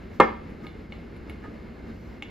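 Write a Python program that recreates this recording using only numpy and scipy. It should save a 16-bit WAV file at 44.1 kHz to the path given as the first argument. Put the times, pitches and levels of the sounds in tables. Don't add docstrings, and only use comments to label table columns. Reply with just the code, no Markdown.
import sys
import numpy as np
from scipy import signal
from scipy.fft import rfft, irfft
from scipy.io import wavfile

SR = 44100
rng = np.random.default_rng(int(sys.argv[2]) if len(sys.argv) > 2 else 0)


def store_wav(level_fs):
    pcm = np.round(np.clip(np.atleast_2d(level_fs), -1, 1) * 32767)
    wavfile.write(sys.argv[1], SR, pcm.T.astype(np.int16))


N = 101429
T = np.arange(N) / SR
HZ = np.maximum(np.fft.rfftfreq(N, 1 / SR), 1)
LEFT_RIGHT = np.array([[1], [-1]])


def amp(db):
    return 10 ** (np.asarray(db) / 20)


def unit(x):
    return x / np.sqrt(np.mean(x ** 2))


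def colour(x, points):
    hz, db = np.array(points).T
    curve_db = np.interp(np.log(HZ), np.log(hz), db)
    return irfft(rfft(x) * amp(curve_db), N)


def noise(points):
    return unit(colour(rng.standard_normal(N), points))


def fade(start, fade_s):
    return (T >= start) * np.exp(-np.log(1000) * np.maximum(T - start, 0) / fade_s)


def rise(start, length_s):
    return np.sin(np.pi / 2 * np.clip((T - start) / length_s, 0, 1)) ** 2


def swell(start, length_s):
    return np.sin(np.pi * np.clip((T - start) / length_s, 0, 1))


def ring(tones, start=0):
    return sum(amp(db) * fade(start, fade_s) * np.sin(2 * np.pi * hz * (T - start))
               for hz, db, fade_s in tones)


def convolve(x, response):
    return signal.fftconvolve(x, response)[:N]


def room_rumble():
    # pitch_hz, level_db
    rumble_curve = [(15, -14), (28, -17), (54, 0.5), (100, -3), (133, -8.5), (165, -2.5), (220, -4.5),
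                    (275, -7), (355, -6), (520, -14.5), (700, -20), (1000, -24), (1700, -24), (2100, -28),
                    (2800, -30.5), (3200, -36.5), (4300, -36.5), (5500, -47.5), (7200, -50), (8800, -69),
                    (10500, -56.5), (13000, -54), (15000, -83)]
    # pitch_hz, side_db
    side_curve = [(50, -17), (250, -12), (600, -2.5), (2000, -5), (5000, -26), (9000, 17.5), (14000, -30)]
    # pitch_hz, width_hz, level_db
    hums = [(60, 44, -51), (226.3, 34, -51.5), (2127, 170, -63.5), (5070, 200, -79)]
    rumble_db, waver_db = -42.5, 1.04
    middle = amp(rumble_db) * noise(rumble_curve)
    side = colour(amp(rumble_db) * noise(rumble_curve), side_curve)
    for hz, width, db in hums:
        band = rfft(rng.standard_normal(N)) / (1 + (2 * (HZ - hz) / width) ** 2)
        middle += amp(db) * unit(irfft(band, N))
    waver = noise([(1, 0), (8, 0), (30, -40), (100, -120)])
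    return (middle + side * LEFT_RIGHT) * amp(waver_db * waver)


def opener_ticks():
    # start_s, lid_db, tip_db, click_db, edge_db
    slips = [(0.0964, -74, -66, -67.5, -71), (0.4977, -50.5, -66, -67, -64), (0.6444, -47, -60, -63, -64),
             (0.6671, -34, -32, -52, -57), (0.9219, -32.5, -35, -49.5, -72), (1.1640, -46, -46, -60, -64),
             (1.2965, -33.5, -38, -49, -48.5), (2.2228, -26, -33, -37, -56.5)]
    # pitch_hz, level_db, fade_s
    lid_tones = [(560, -18, .03), (804, -14.5, 0.069), (1174, -14.5, 0.033), (2193, -2, 0.038),
                 (2885, -14, 0.058), (3290, -8.5, 0.005)]
    tip_tones = [(3560, -1, 0.0099), (4090, -4, 0.01)]
    # pitch_hz, level_db
    click_curve = [(300, -16), (1400, -19.5), (2100, -10.5), (2800, 12), (3700, -1), (4800, -15.5),
                   (6000, -15.5), (7300, -7.5), (9000, -41), (15000, -48)]
    edge_curve = [(2000, -15), (5000, -36), (7000, -3.5), (8800, -34), (10300, 11), (12500, 0.5),
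                  (14500, -7.5)]
    click_noise, edge_noise = noise(click_curve), noise(edge_curve)
    ticks = 0
    for start, lid_db, tip_db, click_db, edge_db in slips:
        metal = amp(lid_db) * ring(lid_tones, start) + amp(tip_db) * ring(tip_tones, start)
        click = amp(click_db) * click_noise * fade(start, fade_s=0.036)
        edge = amp(edge_db) * edge_noise * fade(start, fade_s=0.021)
        ticks += rise(start, length_s=0.0011) * (metal + click + edge)
    return ticks


def faint_hiss():
    # start_s, length_s, level_db
    hisses = [(0.114, 0.077, -66), (0.62, 0.046, -67.5), (1.81, 0.44, -71.5)]
    # pitch_hz, level_db
    hiss_curve = [(2000, -42), (4000, -2), (7000, -7.5), (9000, -23.5), (12500, -3.5), (15000, -10)]
    return noise(hiss_curve) * sum(amp(db) * swell(start, length) for start, length, db in hisses)


def lid_pop():
    # start_s, level_db, contact_ms
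    snaps = [(0.1998, -6, 0.22), (0.2021, 1.5, 0.19), (0.2055, -1, 0.76)]
    # pitch_hz, level_db, fade_s
    lid_tones = [(180.8, -22, 0.48), (225.2, -23.5, 0.48), (339, -26, 0.077), (386, -31, 0.31),
                 (444, -21, 0.14), (517, -20, 0.13), (588, -9, 0.048), (807, -8, .04), (900, -17.5, .05),
                 (1121, -4, 0.034), (1183, -5, 0.071), (1497, -17, 0.03), (1790, -18.5, 0.076),
                 (2117, -14.5, 0.2), (2250, -41, 0.096), (2752, -27.5, 0.11)]
    # pitch_hz, level_db, fade_s
    glass_tones = [(3310, -43, 0.18), (4490, -51.5, 0.18), (4650, -57, 0.33), (8050, -65, .1),
                   (12050, -64, .15)]
    # pitch_hz, level_db
    crack_curve = [(200, -1), (1200, 2), (2600, -14), (4200, -9), (5300, -20.5), (6600, -21), (9000, -42),
                   (12000, -24), (15000, -42)]
    gulp_curve = [(60, -44), (160, -18), (330, -3), (600, -1), (950, 2.5), (1250, -1), (1600, -4.5),
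                  (2400, -13.5), (3300, -25.5), (4500, -41), (8000, -52.5), (15000, -85)]
    crack_s, crack_db = 0.2018, -13.5
    gulp_s, gulp_db = 0.2025, -8
    force = 0
    for start, db, contact_ms in snaps:
        push = np.exp(-2 * ((T - start) * 1000 / contact_ms) ** 2)
        force += amp(db) * push / push.sum()
    bass_cut = signal.butter(2, 184, "high", fs=SR, output="sos")
    lid = signal.sosfilt(bass_cut, convolve(force, ring(lid_tones)))
    crack = noise(crack_curve) * fade(crack_s, fade_s=0.0083) * rise(crack_s, length_s=0.00035)
    gulp = noise(gulp_curve) * fade(gulp_s, fade_s=0.092) * rise(gulp_s, length_s=0.0043)
    return lid + amp(crack_db) * crack + amp(gulp_db) * gulp + ring(glass_tones, crack_s)


def jar_bumps():
    # start_s, level_db
    bumps = [(0.522, -47.5), (0.645, -46), (1.482, -40.5), (2.228, -45)]
    # pitch_hz, level_db, fade_s
    jar_tones = [(198, -2, 0.062), (293.5, 6, 0.14), (344, -15, 0.12)]
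    return sum(amp(db) * ring(jar_tones, start) for start, db in bumps)


def opener_rubs():
    # start_s, length_s, level_db
    rubs = [(0.631, .035, -50), (1.42, 0.049, -43.5)]
    # pitch_hz, level_db, fade_s
    rim_tones = [(920, 1, .05), (1245, 6.5, .09), (1450, -2, .04), (1710, 9.5, 0.028)]
    slips_per_s = 570
    slips = (rng.random(N) < slips_per_s / SR) * rng.standard_normal(N)
    grip = sum(amp(db) * swell(start, length) for start, length, db in rubs)
    rim = ring(rim_tones)
    return convolve(unit(slips) * grip, rim / np.linalg.norm(rim))


def kitchen_echo(x):
    # pitch_hz, level_db, fade_s, side_db
    bands = [(101, -1, 0.35, -7), (220, -7, 0.17, -13), (350, -6, .34, -8.5), (600, -13, 0.41, 5),
             (1080, -12, 0.41, -3.5), (2000, -7, 0.35, -3.5), (3130, -6, 0.46, -28), (6540, -4, 0.27, -5),
             (13000, -17.5, 0.12, 6.5)]
    # delay_s, left_gain, right_gain
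    echoes = [(.0021, .03, 0.15), (.0072, 0.25, 0.072), (0.0121, .03, 0.13)]
    build_up_s, right_louder_db = 0.0041, 1
    centres = np.log([band[0] for band in bands])
    white = rfft(rng.standard_normal((2, N)))
    response = np.zeros((2, N))
    for share, (_, db, fade_s, side_db) in zip(np.eye(len(bands)), bands):
        middle, side = irfft(white * np.interp(np.log(HZ), centres, share), N)
        decay = fade(0, fade_s) * (1 - np.exp(-(T / build_up_s) ** 2))
        response += amp(db) * decay / np.linalg.norm(decay) * (middle + amp(side_db) * side * LEFT_RIGHT)
    response[:, 0] += amp([-right_louder_db / 2, right_louder_db / 2])
    for delay, left, right in echoes:
        response[:, int(delay * SR)] += left, right
    return np.array([convolve(x, channel) for channel in response])


def scene():
    sounds = opener_ticks() + faint_hiss() + lid_pop() + jar_bumps() + opener_rubs()
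    left, right = kitchen_echo(sounds)
    left_delay_ms = 0.028
    left = irfft(rfft(left) * np.exp(-2j * np.pi * HZ * left_delay_ms / 1000), N)
    return np.array([left, right]) + room_rumble()


def record(dry):
    boost_db, top_hz = 0.5, 15600
    clipped = np.clip(amp(boost_db) * dry, -1, 1)
    treble_cut = signal.ellip(8, .1, 70, top_hz, fs=SR, output="sos")
    return signal.sosfilt(treble_cut, clipped)


dry = scene()
out = record(dry)
store_wav(out)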